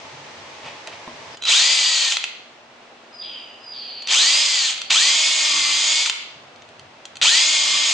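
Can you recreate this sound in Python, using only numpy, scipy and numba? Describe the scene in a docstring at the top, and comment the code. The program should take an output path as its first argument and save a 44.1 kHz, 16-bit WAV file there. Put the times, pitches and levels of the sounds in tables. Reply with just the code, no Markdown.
"""Cordless drill at a workbench

Small workshop, stereo microphone close to the bench. Hands set a steel guide bush into a wooden ring;
then a cordless drill runs four times, twice in the bush and twice into the block. Its gears whine on
multiples of the motor speed and rattle in the housing, the speed controller whistles under a light
trigger, and the chuck clacks at starts and stops. The room answers from further off."""
import sys
import numpy as np
from scipy import signal
from scipy.fft import rfft, irfft
from scipy.io import wavfile
from scipy.ndimage import uniform_filter1d
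from numba import njit

SR = 44100
rng = np.random.default_rng(int(sys.argv[2]) if len(sys.argv) > 2 else 0)


def generate_wav(signal):
    """Clip the signal to [-1, 1] and save it as 16-bit WAV at the path in sys.argv[1]."""
    frames = np.transpose(np.atleast_2d(signal))
    scaled = np.clip(frames, -1, 1) * 32767
    pcm = np.round(scaled).astype(np.int16)
    wavfile.write(sys.argv[1], SR, pcm)


N = 349713
TIME = np.arange(N) / SR
FREQ = np.maximum(np.arange(N // 2 + 1) * SR / N, 1)
SIDES = np.array([[1], [-1]])  # left, right

# Levels in the tables are relative; each source adds its own gain. background air before 1.35 s, and after it:
# f/Hz, level/dB
EARLY_AIR = [(24, -38), (40, -33), (66, -22), (95, -9), (193, -18), (232, -9.5), (678, -1.5), (726, -7.5),
             (871, 1.5), (954, -3), (1440, -9.5), (2070, -7), (6200, -17), (9350, -33.5), (12200, -67),
             (20600, -120)]
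LATE_AIR = [(24, -27), (40, -25), (80, -23), (122, -11.5), (165, -17), (232, -11), (420, -7),
            (470, -7.5), (633, -4), (1580, -12), (2430, -13.5), (2670, -13), (6340, -25.5),
            (9350, -39.5), (12200, -61), (20600, -120)]
# hands lean on the bench: t/s, level/dB
LEANS = [(0, -53), (.1, -47), (.35, -52), (.61, -48), (.89, -51), (1.1, -49), (1.24, -54), (6.33, -49),
         (6.56, -55), (6.76, -52.5), (7.1, -56)]
# hands slide the bush and ring: t/s, attack/s, 20 dB fade/s, level/dB
SLIDES = [(.625, .035, .11, -30), (.87, .01, .03, -33), (.905, .025, .09, -37.5)]
# spectrum of steel sliding on wood: f/Hz, level/dB
SLIDE_COLOUR = [(88, -36.5), (150, -7), (293, -8), (611, 2), (1650, -7), (2670, 0.5), (6170, -17.5),
                (9000, -30), (11700, -46), (19800, -120)]
# wooden knocks on the bench: t/s, level/dB
KNOCKS = [(0.05, -36), (0.637, -45), (1.076, -26.5), (1.139, -36.5)]
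# modes of the bench: f/Hz, level/dB, t60/s
BENCH_MODES = [(173, -13, .15), (252, 3.5, .12), (344, -2, 0.11), (612, 3.5, 0.047), (900, 12, 0.021),
               (1100, 8.5, 0.041), (1790, -4, .03)]
# clacks of chuck, trigger and steel parts: t/s, level/dB, treble/dB
CLACKS = [(0.873, -16, -7.5), (1.371, -24.5, -14), (1.423, -14, -20), (1.437, -10.5, -13),
          (1.453, -8.5, -23), (2.122, 8.5, -11), (2.169, 5.5, -28), (2.24, -2, -24), (4.023, -21.5, -11),
          (4.073, -10, -12), (4.779, -11, -14), (4.817, -6.5, -10), (4.845, -22, -16.5), (4.905, -3.5, -4),
          (4.915, -0.5, -13), (6.06, 8.5, -18), (6.097, 9.5, -14), (6.16, -18, -10), (6.56, -31, -21),
          (6.621, -28, -24), (6.689, -33, -19), (6.795, -25, -16), (7.054, -22.5, -2), (7.156, -22.5, -12),
          (7.169, -19.5, -8.5), (7.215, -0.5, -22), (7.228, 2.5, -18)]
# modes of those parts: f/Hz, level/dB, t60/s
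STEEL_MODES = [(1400, -3, 0.011), (2094, -4.5, 0.017), (2620, 4, 0.011), (3180, -3.5, 0.04),
               (3557, -4, .035), (4140, 5, 0.01), (4716, -5, .025), (5980, 0.5, 0.012), (6920, -8, 0.032),
               (7600, -3.5, 0.011)]
# light touches of the trigger: t/s, attack/s, 20 dB fade/s, f/Hz, starts sharp by/Hz, level/dB
TOUCHES = [(1.322, .013, .04, 4850, 150, -41), (1.41, .09, .035, 3915, 25, -16.5),
           (3.12, .03, .15, 4900, 130, -40), (3.183, .025, .33, 4860, 30, -30),
           (3.6, .13, .27, 4840, 220, -33.5)]
# rasps of the barely turning motor:
# t/s, attack/s, hold/s, 20 dB fade/s, f/Hz, starts sharp by/Hz, level/dB, wide-band share (0-1)
CREEPS = [(3.205, .03, .11, .33, 2820, 700, -33.3, .27), (3.71, .04, .32, .05, 2830, 780, -40.5, .55),
          (3.725, .05, .29, .05, 4510, 130, -32, .12), (4.79, .07, .05, .03, 4540, 20, -38, .03)]
# pulls of the trigger: t/s, squeeze/s, spin-up time constant/s, let go t/s, braking time constant/s,
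# level/dB, treble/dB, left minus right/dB
RUNS = [(1.45, .04, .069, 2.105, .042, -7, -6.3, -.5), (4.075, .038, .075, 4.675, .042, -8.1, -5.5, -1.6),
        (4.899, .005, .066, 6.05, .033, -7.3, -5.6, -1.2), (7.213, .012, .058, 8, .04, -7.2, -6, -.9)]
# speed the motor holds against the load, one list per run: t/s, rotation f/Hz
HELD_SPEED = [
    [(1.73, 301), (1.86, 280), (2.02, 270), (2.1, 259)],
    [(4.45, 307), (4.56, 286), (4.675, 254)],
    [(5.27, 314), (5.54, 303), (5.7, 293), (5.9, 310), (6.045, 313)],
    [(7.5, 311), (7.69, 303), (7.81, 301), (7.93, 309)],
]
# broad spectrum of the drill housing: f/Hz, level/dB
HOUSING_COLOUR = [(50, -56), (110, -42.5), (200, -32), (450, -24), (600, -21.3), (800, -16), (1150, -13),
                  (1620, -15.8), (2150, -6.5), (2550, -4), (3200, 2), (4700, -3.5), (5570, -5.5),
                  (6900, -4.5), (8200, -12.7), (9400, -25.5)]
# its sharper resonances: f/Hz, width/Hz, level/dB
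HOUSING_RESONANCES = [(1170, 130, 1), (1550, 610, 0.5), (2320, 55, 3), (3350, 450, -0.5), (3920, 290, 0.5),
                      (4750, 290, 3), (5410, 560, -2.5), (6740, 73, 1.5)]
# rotor and gear tones: multiple of the motor speed, level in the bush/dB, level in the block/dB,
# extra while speeding up or braking/dB
GEAR_TONES = [(1, -20, -12.5, -6), (2, -17, -18, -7), (3, -24, -22, 0), (6, -23, -22, 0), (7, -12, -8.3, 2),
              (8, -22, -21, 0), (11, -26, -19, -4), (11.38, -26, -22, 0), (14, -21, -22, 0),
              (15.02, -19, -21, 0), (16.03, -13, -13.5, 4.5), (16.96, -12.5, -14.5, 0),
              (22, -21, -15.5, -10), (24.94, -19, -23, -8), (27.96, -17, -22, -8)]
# swells of the block's hum: loudest at t/s, half length/s, level/dB
BLOCK_SWELLS = [(4.36, .16, -41), (5.08, .08, -42), (5.62, .16, -32.7), (5.87, .05, -39.5),
                (7.76, .18, -33)]
# resonances of the block on the bench: f/Hz, width/Hz, level/dB
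BLOCK_RESONANCES = [(94, 6, -12), (200, 44, -14), (303, 16, -3), (1150, 91, 5.5)]


def undb(db):
    """Decibels to gain."""
    return 10 ** (np.asarray(db) / 20)


def unit(x):
    """Scale to rms 1."""
    return x / np.sqrt(np.mean(x ** 2))


def colour(points, hz):
    """Gain of an (f/Hz, level/dB) spectrum at the given frequencies."""
    f, db = np.transpose(points)
    return undb(np.interp(np.log(hz), np.log(f), db))


def resonance(hz, width_hz):
    """A bell over frequency, 1 at its centre."""
    return 1 / (1 + (2 * (FREQ - hz) / width_hz) ** 2)


def shaped(x, gain):
    """Filter by a gain for every frequency."""
    return irfft(rfft(x) * gain, N)


def noise(gain):
    """Coloured noise of rms 1."""
    return unit(shaped(rng.standard_normal(N), gain))


def wander(rate_hz):
    """Smooth random drift with a spread near 1."""
    steps = rng.standard_normal(N // 8)
    return 1.144 * np.interp(TIME * rate_hz, np.arange(len(steps)), steps)


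def phase_of(hz):
    """Phase in radians of a moving frequency."""
    return 2 * np.pi * np.cumsum(hz) / SR


def band(phase, width_hz):
    """A noisy tone of rms near 1 around a moving phase."""
    return wander(width_hz) * np.sin(phase) + wander(width_hz) * np.cos(phase)


def envelope(start_s, attack_s, hold_s, fade_s):
    """Straight rise, hold, then a fall of 20 dB every fade_s."""
    age = TIME - start_s
    return np.clip(age / attack_s, 0, 1) * undb(-20 * np.clip((age - attack_s - hold_s) / fade_s, 0, 10))


def settle(start_s, time_s):
    """1 until the start, then an exponential approach to 0."""
    return np.exp(-np.clip((TIME - start_s) / time_s, 0, 20))


def decay(t, t60):
    """A fall of 60 dB every t60 seconds."""
    return np.exp(-np.log(1000) * t / t60)


def add(track, s, sound):
    """Mix a sound in at a time."""
    start = int(s * SR)
    track[start:start + len(sound)] += sound[:N - start]


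def strike(modes, crack, crack_s):
    """One blow: damped modes and a short crack of contact noise, peak 1."""
    t = TIME[:SR // 6]
    ring = 0
    for hz, db, t60 in modes:
        gain = undb(db + 2 * rng.standard_normal())
        hz *= 1 + .024 * rng.standard_normal()
        ring += gain * np.sin(2 * np.pi * hz * t + rng.uniform(0, 2 * np.pi)) * decay(t, t60)
    contact = crack * rng.standard_normal(len(t)) * np.exp(-t / crack_s)
    blow = (ring + contact) * (1 - np.exp(-t / .00013))
    return blow / np.abs(blow).max()


def room_tone(spectrum, db, spread_hz=1100, width=.92):
    """Steady workshop air all round the microphone, alike on both sides in the bass."""
    gain = colour(spectrum, FREQ)
    mid, side = rng.standard_normal((2, N))
    side = shaped(side, width * FREQ / np.hypot(FREQ, spread_hz)) * SIDES
    air = shaped(mid + side, gain) / np.std(shaped(mid, gain))
    return air * undb(db + .43 * wander(6))


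def mains_hum(hz=236.6, db=-64.5):
    """One faint, steady mains tone in the centre."""
    return np.sqrt(2) * undb(db) * np.sin(2 * np.pi * hz * TIME)


def hands(slide_db=-3, grain_db=3, lean_db=-4.5, lean_hz=118):
    """Grainy sliding of steel on wood, and the bench top rumbling under the hands."""
    strokes = sum(undb(db) * envelope(s, attack, 0, fade) for s, attack, fade, db in SLIDES)
    slide = noise(colour(SLIDE_COLOUR, FREQ)) * undb(slide_db + grain_db * wander(250)) * strokes
    rumble = noise(1 / (1 + (2.4 * np.log(FREQ / lean_hz)) ** 6))
    weight = sum(undb(db) * envelope(s, attack_s=.04, hold_s=0, fade_s=.3) for s, db in LEANS)
    return slide + rumble * undb(lean_db) * weight


def bench_knocks(gain_db=5):
    """Dull blows ring the wooden bench."""
    wood = np.zeros(N)
    for s, db in KNOCKS:
        add(wood, s, undb(db + gain_db) * strike(BENCH_MODES, crack=.2, crack_s=.0031))
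    return wood


def steel_clacks(flat_treble_db=-9, low_cut_hz=700):
    """Steel parts strike and ring with little bass, each blow with its own brightness."""
    steel = np.zeros(N)
    highpass = signal.butter(1, 5500, "high", fs=SR, output="sos")
    for s, db, treble_db in CLACKS:
        clack = strike(STEEL_MODES, crack=.7, crack_s=.003)
        clack += (undb(treble_db - flat_treble_db) - 1) * signal.sosfilt(highpass, clack)
        add(steel, s, undb(db) * clack)
    return signal.sosfilt(signal.butter(2, low_cut_hz, "high", fs=SR, output="sos"), steel)


def controller_whistle(gain_db=-1, settle_s=.075, jitter_hz=25, flutter_hz=58, flutter_depth=.52):
    """Chopped current makes the windings whistle with a fast flutter; the pitch starts sharp."""
    whistle = 0
    for start, attack, fade, hz, sharp, db in TOUCHES:
        phase = phase_of(hz + sharp * settle(start, settle_s) + jitter_hz * wander(400))
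        whistle += np.sqrt(2) * np.sin(phase) * undb(db) * envelope(start, attack, 0, fade)
    flutter = np.sin(phase_of(flutter_hz * (1 + .45 * wander(45))))
    return undb(gain_db) * whistle * (1 + flutter_depth * flutter)


def motor(fade_share=.45, fade_power=1.25, stall_db=-13, bright_from_hz=140):
    """Each pull spins the motor up, then it brakes: speed/Hz, gain, treble/dB, balance/dB."""
    hz, gain, treble_db, pan_db = np.zeros((4, N))
    for (start, squeeze, spin_up, let_go, brake, db, treble, pan), held in zip(RUNS, HELD_SPEED):
        held_hz = np.interp(TIME, *np.transpose(held))
        coast = settle(let_go, brake)
        # the rotor breaks free halfway through the squeeze
        hz += held_hz * (1 - settle(start + squeeze / 2, spin_up)) * coast
        # braking gears get quieter below fade_share of their speed
        fade = np.minimum(coast / fade_share, 1) ** fade_power
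        gain += undb(db) * np.clip((TIME - start) / squeeze, 0, 1) * fade
        treble_db[TIME >= start] = treble
        pan_db[TIME >= start] = pan
    treble_db += stall_db * np.maximum(1 - hz / bright_from_hz, 0)  # duller near a standstill
    return hz, gain, treble_db, pan_db


def housing():
    """Resonant response of the drill body; white noise keeps its level."""
    peaks_db = sum(db * resonance(hz, width) for hz, width, db in HOUSING_RESONANCES)
    return unit(colour(HOUSING_COLOUR, FREQ) * undb(peaks_db))


def gear_rattle(hz, shaft, spread_db=4, throb=.1):
    """Backlash: thousands of tiny impacts a second ring the housing, bunched once per motor turn."""
    rate = 4000 + 40 * hz
    impacts = (rng.random(N) < rate / SR) * rng.choice([-1, 1], N)
    strength = undb(spread_db * rng.standard_normal(N)) * (1 + throb * np.sin(shaft))
    return unit(shaped(impacts * strength / np.sqrt(rate), housing()))


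def gear_whine(hz, shaft, torque, block_from_s=4.85, full_from_hz=180):
    """Meshes and rotor sing on multiples of the speed; a slow motor hardly sings."""
    in_block = TIME > block_from_s  # the meshes load differently once the bit cuts
    tones = 0
    for multiple, bush_db, block_db, extra_db in GEAR_TONES:
        db = np.where(in_block, block_db, bush_db) + extra_db * torque + 1.5 * wander(45)
        jitter = (.25 + .35 * torque) * wander(200)
        tones += undb(db) * np.sin(multiple * shaft + jitter)
    return shaped(tones * np.minimum(hz / full_from_hz, 1), housing())


def drill(gain_db=-1, flat_treble_db=-7.5, full_torque_hz_per_s=1100, waver_db=.4, sway_db=.7):
    """Rattle and whine, softer and brighter while speeding up or braking: sound, balance/dB."""
    hz, gain, treble_db, pan_db = motor()
    acceleration = uniform_filter1d(np.gradient(hz) * SR, size=1500)
    torque = np.minimum(np.abs(acceleration) / full_torque_hz_per_s, 1)
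    shaft = phase_of(hz * (1 + (.001 + .016 * torque) * wander(120)))
    gears = (gear_rattle(hz, shaft) + gear_whine(hz, shaft, torque)) / np.sqrt(1 + .5 * torque)
    treble = shaped(gears, 1 / (1 + (5300 / FREQ) ** 10))
    gears += treble * (undb(treble_db + 2 * torque - flat_treble_db) - 1)
    gears *= gain * undb(gain_db - 2.5 * torque + waver_db * wander(12))
    return gears, pan_db + sway_db * wander(6)


def creep_rasp(gain_db=-1, settle_s=.17, narrow_hz=520, wide_hz=1800, top_hz=5000):
    """The barely turning motor rasps in noisy bands that start sharp and settle."""
    rasp = 0
    for start, attack, hold, fade, hz, sharp, db, smear in CREEPS:
        phase = phase_of(hz + sharp * settle(start, settle_s))
        grind = np.sqrt(1 - smear) * band(phase, narrow_hz) + np.sqrt(smear) * band(phase, wide_hz)
        rasp += grind * undb(db) * envelope(start, attack, hold, fade)
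    return undb(gain_db) * shaped(rasp, 1 / (1 + (FREQ / top_hz) ** 30))


def block_hum(gain_db=9, flicker_db=3):
    """The block hums in swells: once rung by the motor during a run in the bush, then as the bit cuts."""
    block = sum(undb(db) * resonance(hz, width) for hz, width, db in BLOCK_RESONANCES)
    swells = sum(undb(db) * np.exp(-((TIME - s) / half) ** 2) for s, half, db in BLOCK_SWELLS)
    return noise(block) * undb(gain_db + flicker_db * wander(50)) * swells


def housing_spread(x, gain_db=-10, decay_s=.009, low_cut_hz=1500):
    """Milliseconds of treble echoes: the housing radiates differently towards each side."""
    treble = shaped(x, FREQ / np.hypot(FREQ, low_cut_hz))
    response = rng.standard_normal(SR // 20) * np.exp(-TIME[:SR // 20] / decay_s)
    return SIDES * undb(gain_db) * signal.fftconvolve(treble, response / np.linalg.norm(response))[:N]


def workshop(x, near_db=-9.3, near_t60=.054, far_db=-9, far_t60=.57, treble_t60=.4, apart_hz=700):
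    """Close reflections off bench and body, then the tail of the room, duller as it fades."""
    t = TIME[:SR]
    lowpass = signal.butter(2, 4500, fs=SR, output="sos")
    channels = []
    for near, far in rng.standard_normal((2, 2, SR)):
        near = near * decay(t, near_t60) * (t > .001)
        low = signal.sosfilt(lowpass, far)
        far = (low * decay(t, far_t60) + .81 * (far - low) * decay(t, treble_t60)) * (t > .008)
        response = (undb(near_db) * unit(near) + undb(far_db) * unit(far)) / np.sqrt(SR)
        channels.append(signal.fftconvolve(x, response)[:N])
    left, right = channels
    # long waves reach both sides of the microphone alike
    side = shaped((left - right) / 2, FREQ / np.hypot(FREQ, apart_hz))
    return (left + right) / 2 + side * SIDES


def scene(whistle_pan_db=-3, work_db=-1.9, air_change_s=1.352):
    """Bench straight ahead of the microphone, drill slightly to the right, the room all round."""
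    gears, pan_db = drill()
    light_trigger = controller_whistle() + creep_rasp()
    bench = block_hum() + steel_clacks() + bench_knocks() + hands()
    direct = gears * undb(SIDES * pan_db / 2) + light_trigger * undb(SIDES * whistle_pan_db / 2) + bench
    direct += housing_spread(gears + light_trigger)
    # the background air drops and changes colour at 1.35 s
    late = np.clip((TIME - air_change_s) / .011, 0, 1)
    air = (1 - late) * room_tone(EARLY_AIR, db=-41) + late * room_tone(LATE_AIR, db=-47.5)
    reflections = workshop(gears + light_trigger + bench)
    return undb(work_db) * (direct + reflections) + air + mains_hum()


@njit
def follow(x, attack_s, release_s):
    """Follow a control, with separate times for rising and falling."""
    y, held = np.empty(len(x)), 0.
    for i in range(len(x)):
        held += (x[i] - held) / (SR * (attack_s if x[i] > held else release_s))
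        y[i] = held
    return y


def record(dry, threshold_db=-18, attack_s=.13, release_s=.093, top_hz=9400, sizzle_db=-21.5):
    """The microphone's gain control eases loud sound down; the top is cut but for a faint sizzle."""
    power = np.abs(uniform_filter1d(np.mean(dry ** 2, axis=0), size=600))
    excess_db = np.maximum(10 * np.log10(power + 1e-12) - threshold_db, 0)
    sound = dry * undb(-follow(excess_db, attack_s, release_s))
    sound = sound / (1 + (sound / .8) ** 4) ** .25  # rounds the peaks
    sizzle_band = signal.ellip(4, .5, 60, [13400, 15100], "band", fs=SR, output="sos")
    lowpass = signal.ellip(8, .2, 60, top_hz, fs=SR, output="sos")
    return signal.sosfilt(lowpass, sound) + undb(sizzle_db) * signal.sosfilt(sizzle_band, sound)


dry = scene()
out = record(dry)
generate_wav(out)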